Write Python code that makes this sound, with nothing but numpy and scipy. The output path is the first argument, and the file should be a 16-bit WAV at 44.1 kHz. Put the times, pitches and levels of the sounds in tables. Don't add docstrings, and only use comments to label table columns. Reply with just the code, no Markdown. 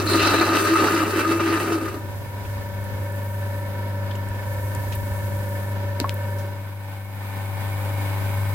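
import sys
import numpy as np
from scipy import signal
from scipy.fft import rfft, irfft
from scipy.io import wavfile
from scipy.ndimage import uniform_filter1d, map_coordinates

SR = 44100
rng = np.random.default_rng(int(sys.argv[2]) if len(sys.argv) > 2 else 0)


def store_pcm(level_fs):
    pcm = np.round(np.clip(level_fs, -1, 1) * 32767).astype(np.int16)
    wavfile.write(sys.argv[1], SR, np.atleast_2d(pcm).T)


N = 376613
TIME, FREQ = np.arange(N) / SR, np.fft.rfftfreq(N, 1 / SR) + 1e-3

HUM_HZ, SHAFT_HZ = 99.6, 24.82
LOAD_ATTACK_S, UNLOAD_S, RECOVER_S = 0.55, 2.23, 0.58
MOVE_START_S, MOVE_LENGTH_S = 6.387, 0.51
SINK_DB, SINK_FALL_S, RETURN_S, RETURN_RISE_S = -9, 0.4, 7.113, 0.41
# far_db, near_db, load_change_db
HUM_DB = (-27, -24.5, -6.5)
WHINE_DB = (-39.5, -43.5, -8)
RUSH_DB = (-40.5, -36, -2.5)
RUMBLE_DB = (-44.5, -42.5, -1.5)
HISS_DB = (-51, -45.2, -1)

# harmonic, far_db, near_db
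HUM_HARMONICS = [(1, 0, 0.5), (2, -17.5, -22), (3, -30, -26), (4, -28, -30)]
# shaft_order (rounded in use), far_db, near_db
WHINE_LINES = [(6, -16, -10), (21, -10, -8.5), (22, -11, -29), (23, -0.1, 1), (24, -12, -32),
               (25, -13.5, -10), (31, -41, -2), (37, -28, -11), (38, -5.5, -7.5), (39, -11.5, -11),
               (41, -20, -11), (51, -31, -13), (54, -17.5, -28), (59, -15.5, -12.5), (62, -15.5, -13.5),
               (69.8, -13, -14), (71.2, -10.5, -34), (72.8, -15, -29)]
# shaft_order, beat_hz, peak_s, swing_db
WHINE_BEATS = [(21, 1.23, 0.538, 6), (23, 2.09, 0.217, 2)]
# shaft_order, start_s, end_s, change_db
LINE_SWELLS = [(39, 1.84, 2.55, 7.5), (39, 4, 5.2, 3.5), (23, 4.07, 5.08, -4), (31, 7.8, 8.7, -6)]
# frequency_hz, far_db, near_db
RUSH_SPECTRUM = [(70, -17, -27), (138, -2.5, -1), (212, 1, 0), (370, -1, -4.5), (422, -3, -6.5),
                 (740, -6.5, -5), (858, -4, 0.5), (1210, -11, -8.5), (1630, -9, -8.5), (2000, -13.5, -11),
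                 (2650, -15.5, -14), (3960, -18.5, -15), (5600, -27, -27.5), (8957, -36, -20)]
# centre_hz, width_hz, far_db, near_db
HOUSING_RESONANCES = [(960, 19, 3.5, -9), (1523, 42, -5, -4.5), (1780, 33, -3, -1), (2194, 39, -4.5, -1),
                      (2340, 48, -33, -4), (4860, 150, -17.5, -15)]
# frequency_hz, correlation
MOTOR_CORRELATION = [(40, 0.18), (100, 0.52), (500, 0.57), (1000, 0.6), (1800, 0.16), (3000, -0.26),
                     (16000, -0.11)]
# frequency_hz, relative_db
RUMBLE_SPECTRUM = [(20, -25.5), (40, -16), (62, -5.5), (80, -1.5), (100, 0), (125, -3.5), (200, -39)]
# start_s, end_s, rise_db
RUMBLE_BOUTS = [(0, 0.45, 5), (1.8, 3.05, 6), (4.197, 6.102, 5)]
# frequency_hz, relative_db
HISS_SPECTRUM = [(3000, -34), (6000, -6), (8300, -3.5), (9400, 0.5), (10300, -2), (12200, 6), (13300, 5),
                 (13900, 2), (14550, 6), (15100, 0), (16000, 2)]

# centre_hz, width_hz, relative_db
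BLADE_MODES = [(241, 10, -18.5), (282, 5.1, -3.5), (323.6, 12, 4.5), (360.6, 27, -4.5), (394, 10, -3),
               (558, 120, -17), (903, 37, -14.5), (1235, 52, -5.5), (1270, 86, -10), (1405, 36, -16),
               (1516, 39, -14), (1692, 30, -15), (1855, 37, -21.5), (2343, 33, -16), (2558, 25, -14),
               (2628, 40, -14), (2793, 42, -23), (3990, 670, -27.5)]
# frequency_hz, relative_db
RASP_SPECTRUM = [(100, -61), (220, -35), (420, -16), (800, -11.5), (1600, -17.5), (2200, -23), (3400, -27),
                 (4500, -28), (5300, -26), (7000, -31), (9100, -19.5), (10500, -32), (12800, -24),
                 (16000, -38)]
# frequency_hz, correlation
SCRAPE_CORRELATION = [(300, 0.96), (1200, 0.89), (2500, 0.64), (4200, 0.34), (5500, -0.54), (8500, -0.83),
                      (15000, -0.58)]
# time_s, pressure_db
HAND_PRESSURE = [(0, -1.5), (0.05, -9), (0.11, -1.5), (0.24, 1), (0.42, 0.5), (0.49, -2), (0.57, 1),
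                 (0.64, -2), (0.68, 0.4), (1.01, -0.5), (1.07, -4), (1.3, -4), (1.36, -6.5), (1.42, -3.5),
                 (1.53, -3), (1.7, -6), (1.8, -10), (1.87, -8.5), (1.95, -16), (2.05, -27)]
# centre_s, length_s, extra_pressure_db
HAND_STROKES = [(1.204, 0.058, 3), (1.323, 0.03, 4), (1.405, 0.031, 2.5), (1.55, 0.05, 1.5),
                (1.607, 0.03, 1.5), (1.738, 0.047, 3.5), (1.948, 0.017, 3)]
# band_level_db, db_per_pressure_db, db_per_s (as the pot gets smoother)
BODY, RING, EDGE = (-24, 0.74, 0.12), (-28, 1.15, -0.82), (-29.5, 1.39, -0.54)
GRIT, SAND = (-35, 1.33, -2.3), (-40.5, 0.8, -1.35)
# start_s, peak_db, centre_hz, width_hz, t60_s, rub_change_db (just before the jump)
BLADE_CATCHES = [(0.0737, -19.5, 4060, 400, .02, 5.5), (0.134, -14, 4150, 400, .015, -0.5),
                 (0.1948, -17, 3980, 900, .012, -3.5), (0.2372, -13, 3960, 1200, .01, 2.5),
                 (0.281, -16, 4060, 400, .025, 4), (0.312, -19, 4060, 600, .025, -0.5),
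                 (0.398, -16.5, 4050, 600, .02, 1.5), (0.4908, -21, 4080, 500, .02, 1),
                 (0.5695, -10.5, 1900, 2500, .008, 3), (0.755, -12.5, 1220, 500, 0.031, -6),
                 (0.822, -14, 1300, 900, 0.045, -0.5), (0.882, -12, 1260, 500, .025, 3.5),
                 (0.9228, -24, 4720, 4000, .02, -2), (1.248, -14, 1230, 350, 0.025, 1),
                 (1.396, -17.5, 1250, 700, .04, -4), (1.599, -16.5, 1700, 2200, 0.032, -7)]
# centre_s, length_s, pitch_hz, width_hz, level_db
EDGE_SQUEAKS = [(0.107, 0.075, 4160, 350, -33), (0.125, 0.07, 8900, 600, -44),
                (0.22, 0.091, 2680, 250, -29), (0.296, 0.32, 4030, 259, -34)]
# centre_s, length_s, level_db
POT_DRAGS = [(0.152, 0.075, -21.5), (0.558, 0.07, -24.5), (0.735, 0.095, -19.5), (0.826, 0.024, -17),
             (0.951, 0.057, -20), (1.325, 0.15, -23), (1.454, 0.04, -22.5), (1.544, 0.054, -22),
             (1.742, 0.069, -21)]

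# start_s, peak_db, centre_hz, width_hz, t60_s
CLAY_SMACKS = [(2.451, -37.5, 2550, 500, 0.063), (2.842, -36, 10000, 4000, .03),
               (4.111, -33, 3400, 650, 0.043), (4.152, -36, 2834, 400, 0.0959),
               (4.154, -38, 7000, 1400, .04), (4.288, -34, 9000, 2500, 0.02),
               (4.750, -23.5, 8677, 5000, 0.017), (4.923, -28, 2500, 2200, 0.12),
               (4.953, -22, 13000, 5000, .04), (6.001, -11, 3580, 4000, 0.0035),
               (6.002, -31, 3900, 1500, 0.025), (6.0142, -29, 2600, 3000, .006),
               (6.0943, -11, 3000, 3300, 0.002), (6.142, -26, 13090, 4000, .015),
               (6.385, -35, 5000, 8040, 0.22)]
# centre_s, level_db, pitch_hz
LOW_BUMPS = [(2.73, -31, 80), (2.95, -28, 95.4), (4.305, -31, 66), (4.65, -23, 95), (4.78, -26, 115),
             (4.875, -32, 68), (4.97, -26.5, 78), (5.035, -30, 74.5), (5.115, -25, 85)]
# start_s, end_s, level_db
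PALM_SLIDES = [(2.964, 3.72, -51.5), (4.42, 5.742, -48.5), (6.05, 6.48, -53.5)]
# start_s, level_db, pitch_hz, t60_s
AIR_POPS = [(6.002, -11, 411.9, 0.0093), (6.0147, -14.5, 274, 0.042), (6.0436, -8, 960, 0.011),
            (6.0466, -15, 1100, 0.04)]


def undb(db):
    return 10 ** (np.asarray(db) / 20)


def unit(x):
    return x / np.std(np.atleast_2d(x).mean(0))


def across(points):
    hz, value = np.transpose(points)
    return np.interp(np.log(FREQ), np.log(hz), value)


def filtered(x, response):
    return irfft(rfft(x) * response, N)


def resonance(hz, width_hz, freq=FREQ):
    return 1 / (1 + 1j * (freq ** 2 - hz ** 2) / (freq * width_hz))


def passband(hz, width_hz, size=N):
    freq = np.fft.rfftfreq(size, 1 / SR) + FREQ[0]
    return resonance(hz, width_hz, freq) * resonance(hz, 3 * width_hz, freq)


def band_level(x, low_hz, high_hz):
    return np.std(filtered(x.mean(0), (FREQ > low_hz) & (FREQ < high_hz)))


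def noise(size=N):
    return rng.standard_normal((2, size))


def walk(per_s):
    knots = rng.standard_normal(int(N / SR * per_s) + 3)
    path = np.interp(TIME * per_s, np.arange(len(knots)), knots)
    return unit(uniform_filter1d(path, int(SR / per_s / 2)))


def impulses(per_s, scatter_db, largest=np.inf):
    signs = (rng.random((2, N)) < per_s / SR) * np.sign(noise())
    return signs * undb(scatter_db * np.minimum(rng.exponential(size=(2, N)), largest))


def spread(pair, correlation):
    likeness = np.clip(across(correlation), -.99, .99)
    mid, side = filtered(pair[0], np.sqrt(1 + likeness)), filtered(pair[1], np.sqrt(1 - likeness))
    return np.array([mid + side, mid - side])


def decay(t60_s, size=N):
    return np.exp(-np.log(1000) * TIME[:size] / t60_s)


def swell(centre_s, length_s, power=2):
    return np.exp(-(2 * (TIME - centre_s) / length_s) ** power)


def ramp(start_s, length_s):
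    return np.clip((TIME - start_s) / length_s, 0, 1)


def gesture(start_s, attack_s, end_s, release_s):
    return ramp(start_s, attack_s) * np.exp(-np.maximum(TIME - end_s, 0) / release_s)


def bout(start_s, end_s, edge_s):
    return ramp(start_s - edge_s / 2, edge_s) - ramp(end_s - edge_s / 2, edge_s)


def cycle(hz, peak_s):
    return np.cos(2 * np.pi * hz * (TIME - peak_s))


def at_listener(far_db, near_db):
    return far_db + ramp(MOVE_START_S, MOVE_LENGTH_S) * (near_db - far_db)


def running_db(part):
    far_db, near_db, load_db = part
    load = gesture(0, LOAD_ATTACK_S, UNLOAD_S, RECOVER_S)
    sink = gesture(MOVE_START_S, SINK_FALL_S, RETURN_S, RETURN_RISE_S)
    return at_listener(far_db, near_db) + load * load_db + sink * SINK_DB


def hum(waver_db=0.46):
    tone = sum(undb(at_listener(*levels_db)) * np.sin(2 * np.pi * (k * HUM_HZ * TIME + rng.random()))
               for k, *levels_db in HUM_HARMONICS)
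    level_db = running_db(HUM_DB) + waver_db * walk(10)
    left_db = at_listener(far_db=1.3, near_db=3.0)
    return unit(tone) * undb(level_db) * undb([left_db / 2, -left_db / 2])


def whine(turns, near, flutter_per_order=0.0066, far_lag_s=0.00014):
    beats_db = {order: db * cycle(hz, peak_s) for order, hz, peak_s, db in WHINE_BEATS}
    out = 0
    for order, far_db, near_db in WHINE_LINES:
        order = round(order)
        swell_db = sum(db * bout(start, end, edge_s=0.16)
                       for line, start, end, db in LINE_SWELLS if line == order)
        level_db = at_listener(far_db, near_db) + beats_db.get(order, 0) + swell_db
        flutter = flutter_per_order * order
        phase = 2 * np.pi * (order * turns + rng.random()) + flutter * walk(22)
        amplitude = undb(level_db) * (1 + flutter * walk(30))
        lag = 2 * np.pi * order * SHAFT_HZ * far_lag_s * (1 - near / 2)
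        out = out + amplitude * np.sin([phase - lag, phase])
    return np.sqrt(2) * out


def whirr(pitch_hz=2190, pulse_hz=15, depth=0.66, jitter_rad=0.6):
    pulses = 1 + depth * np.cos(2 * np.pi * pulse_hz * TIME + walk(10))
    phase = 2 * np.pi * pitch_hz * TIME + jitter_rad * np.array([walk(20), walk(20)])
    return np.sqrt(2) * undb(at_listener(far_db=-18, near_db=-6.5)) * pulses * np.sin(phase)


def bearings(turns, near, clatter_gains=(.68, .9), trims_db=(-2, -1), flicker_db=0.88, depth=0.086):
    track_size = int(SR / SHAFT_HZ)
    track = noise(track_size)
    cage_turns = turns + 0.0015 * walk(12)
    clatter = track[:, (cage_turns * track_size).astype(int) % track_size]
    clatter = filtered(clatter, 1 / (1 + (FREQ / 3200) ** 4))
    rush, out = noise(), 0
    for spot, share in enumerate([1 - near, near]):
        rings = sum(undb(db[spot]) * resonance(hz, width) for hz, width, *db in HOUSING_RESONANCES)
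        floor = undb(across([(hz, db[spot]) for hz, *db in RUSH_SPECTRUM]))
        drive = spread(rush + clatter_gains[spot] * clatter, MOTOR_CORRELATION)
        heard = filtered(drive, np.hypot(abs(rings), floor))
        out = out + share * undb(trims_db[spot]) * heard / band_level(heard, 650, 2400)
    pulses = 1 + depth * (np.cos(2 * np.pi * turns) + cycle(HUM_HZ, 0))
    return out * undb(flicker_db * walk(16)) * pulses


def rumble(lurch_db=1.5):
    low_noise = unit(filtered(spread(noise(), MOTOR_CORRELATION), undb(across(RUMBLE_SPECTRUM))))
    rise_db = sum(db * bout(start, end, edge_s=0.11) for start, end, db in RUMBLE_BOUTS)
    return undb(running_db(RUMBLE_DB) + rise_db + lurch_db * walk(6.4)) * low_noise


def wheel(speed_wander=0.000422):
    near = ramp(MOVE_START_S, MOVE_LENGTH_S)
    turns = np.cumsum(SHAFT_HZ * (1 + speed_wander * walk(3))) / SR
    return (hum()
            + undb(running_db(WHINE_DB)) * (whine(turns, near) + whirr())
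            + undb(running_db(RUSH_DB)) * bearings(turns, near))


def hiss(flicker_db=0.7, ripple=0.9, taps=600):
    air, shift = spread(noise(), MOTOR_CORRELATION), np.pi * walk(2)
    first, second = (filtered(air, rfft(noise(taps) / np.sqrt(taps), N)) for _ in range(2))
    rippled = air + ripple * (np.cos(shift) * first + np.sin(shift) * second)
    heard = unit(filtered(rippled, undb(across(HISS_SPECTRUM))))
    return heard * np.hypot(undb(running_db(HISS_DB)), palms()) * undb(flicker_db * walk(36))


def slips(per_s=70, scatter_db=2, fade_s=0.0092, steady=1.73):
    gap, size = rng.standard_normal((int(N / SR * per_s), 2)).T
    starts = (np.cumsum(np.exp(gap / 2)) * SR / per_s).astype(int)
    jumps = np.bincount(starts, undb(scatter_db * size), N)[:N]
    return steady + signal.lfilter([1], [1, -np.exp(-1 / (fade_s * SR))], jumps)


def blade(force, rasp_db=-3):
    rings = sum(undb(db) * resonance(hz, width) for hz, width, db in BLADE_MODES)
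    magnitude = np.hypot(abs(rings), undb(across(RASP_SPECTRUM) + rasp_db))
    return filtered(force, magnitude * np.exp(1j * np.angle(rings)))


def scattered(grains, own_share=0.6, t60_s=0.042, size=2048):
    echoes = noise(size) * decay(t60_s, size)
    return filtered(grains[0] + own_share * grains, rfft(echoes, N))


def bent(x, drift=0.0045):
    place = np.cumsum(1 + drift * walk(16))
    return np.array([map_coordinates(channel, [place], mode="mirror") for channel in x])


def gripped(x, grip=0.42, span_s=0.043):
    power = uniform_filter1d(np.mean(x ** 2, axis=0), int(span_s * SR))
    return x / np.maximum(power / power.mean(), 1e-6) ** (grip / 2)


def sticking(hold_s=0.0064):
    return undb(sum(db * swell(start - hold_s, 2 * hold_s) for start, *_, db in BLADE_CATCHES))


def scraper(wobble_db=1.5):
    grains = impulses(per_s=2400, scatter_db=2.5, largest=3.9) * slips()
    rub, fine = (blade(spread(force, SCRAPE_CORRELATION)) for force in (grains, scattered(grains)))
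    flexed = bent(rub)
    low, middle, high, top = (1 / (1 + (FREQ / hz) ** 8) for hz in (750, 1450, 3300, 6600))
    voices = [(rub, low, (220, 480), BODY),
              (flexed, middle - low, (1100, 1400), RING),
              (flexed, high - middle, (1500, 3200), EDGE),
              (fine, top - high, (3500, 6500), GRIT),
              (fine, 1 - top, (6500, 14000), SAND)]
    pressure_db = np.interp(TIME, *np.transpose(HAND_PRESSURE))
    pressure_db += sum(db * swell(centre, length, power=4) for centre, length, db in HAND_STROKES)
    out = 0
    for source, response, band_hz, (db, follow, db_per_s) in voices:
        voice = gripped(filtered(source, response))
        level_db = db + follow * pressure_db + db_per_s * TIME + wobble_db * walk(35)
        out = out + voice / band_level(voice, *band_hz) * undb(level_db)
    contact = 1 - ramp(start_s=2.0, length_s=0.12)
    return out * sticking() * contact


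def catches(size=8192):
    impulse_response = blade(signal.unit_impulse(N))[:size]
    out = np.zeros((2, N))
    for start, db, hz, width, t60, _ in BLADE_CATCHES:
        slip = rng.standard_normal(size) * decay(t60, size)
        jump = irfft(rfft(slip) * rfft(impulse_response) * passband(hz, width, size))
        out[:, int(start * SR):][:, :size] += undb(db) * jump / abs(jump).max()
    return out


def squeaks():
    friction = spread(noise(), SCRAPE_CORRELATION)
    return sum(undb(db) * swell(centre, length, power=4) * unit(filtered(friction, passband(hz, width)))
               for centre, length, hz, width, db in EDGE_SQUEAKS)


def drone(pitch_hz=328, waver_hz=5):
    strength = sum(undb(db) * swell(centre, length) for centre, length, db in POT_DRAGS)
    phase = 2 * np.pi * np.cumsum(pitch_hz + waver_hz * walk(25.06)) / SR
    return np.sqrt(2) * strength * np.sin(phase)


def room(x, wet_db, t60_s=0.071, delay_s=0.006, high_hz=5000, low_hz=1000):
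    tail = noise() * decay(t60_s) * (TIME > delay_s)
    tail /= np.sqrt(np.sum(tail[0] ** 2))
    response = rfft(tail) / (1 + 1j * FREQ / high_hz) / (1 - 1j * low_hz / FREQ)
    return x + undb(wet_db) * filtered(x, response)


def smacks(side_share=0.74, snap=4, size=8192):
    out = np.zeros((2, N))
    for start, db, hz, width, t60 in CLAY_SMACKS:
        burst = noise(size) * decay(t60, size)
        burst[:, 0] += snap
        mid, side = irfft(rfft(burst) * passband(hz, width, size))
        smack = np.array([mid + side_share * side, mid - side_share * side])
        out[:, int(start * SR):][:, :size] += undb(db) * smack / abs(mid).max()
    return out


def bumps(length_s=0.027):
    return sum(undb(db) * swell(centre, length_s) * np.sin(2 * np.pi * (hz * TIME + rng.random()))
               for centre, db, hz in LOW_BUMPS)


def palms():
    return sum(undb(db) * bout(start, end, edge_s=0.23) for start, end, db in PALM_SLIDES)


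def wiping(centre_hz=10500, width_hz=9000, share_db=-6):
    crackles = impulses(per_s=350, scatter_db=2.2)
    return palms() * undb(share_db) * unit(filtered(crackles, resonance(centre_hz, width_hz) ** 2))


def pops(attack_s=0.00027, size=8192):
    out, age = np.zeros((2, N)), TIME[:size]
    for start, db, hz, t60 in AIR_POPS:
        envelope = (1 - np.exp(-age / attack_s)) * decay(t60, size)
        out[:, int(start * SR):][:, :size] += undb(db) * envelope * np.sin(2 * np.pi * hz * age)
    return out


def scene():
    background = wheel() + rumble() + bumps() + hiss()
    scraping = scraper() + catches() + squeaks() + drone()
    hands = smacks() + wiping() + pops()
    return background + room(scraping, wet_db=-5.0) + room(hands, wet_db=-7.5)


def record(dry, cutoff_hz=15900):
    return signal.sosfilt(signal.ellip(10, .1, 80, cutoff_hz, fs=SR, output="sos"), dry)


dry = scene()
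out = record(dry)
store_pcm(out)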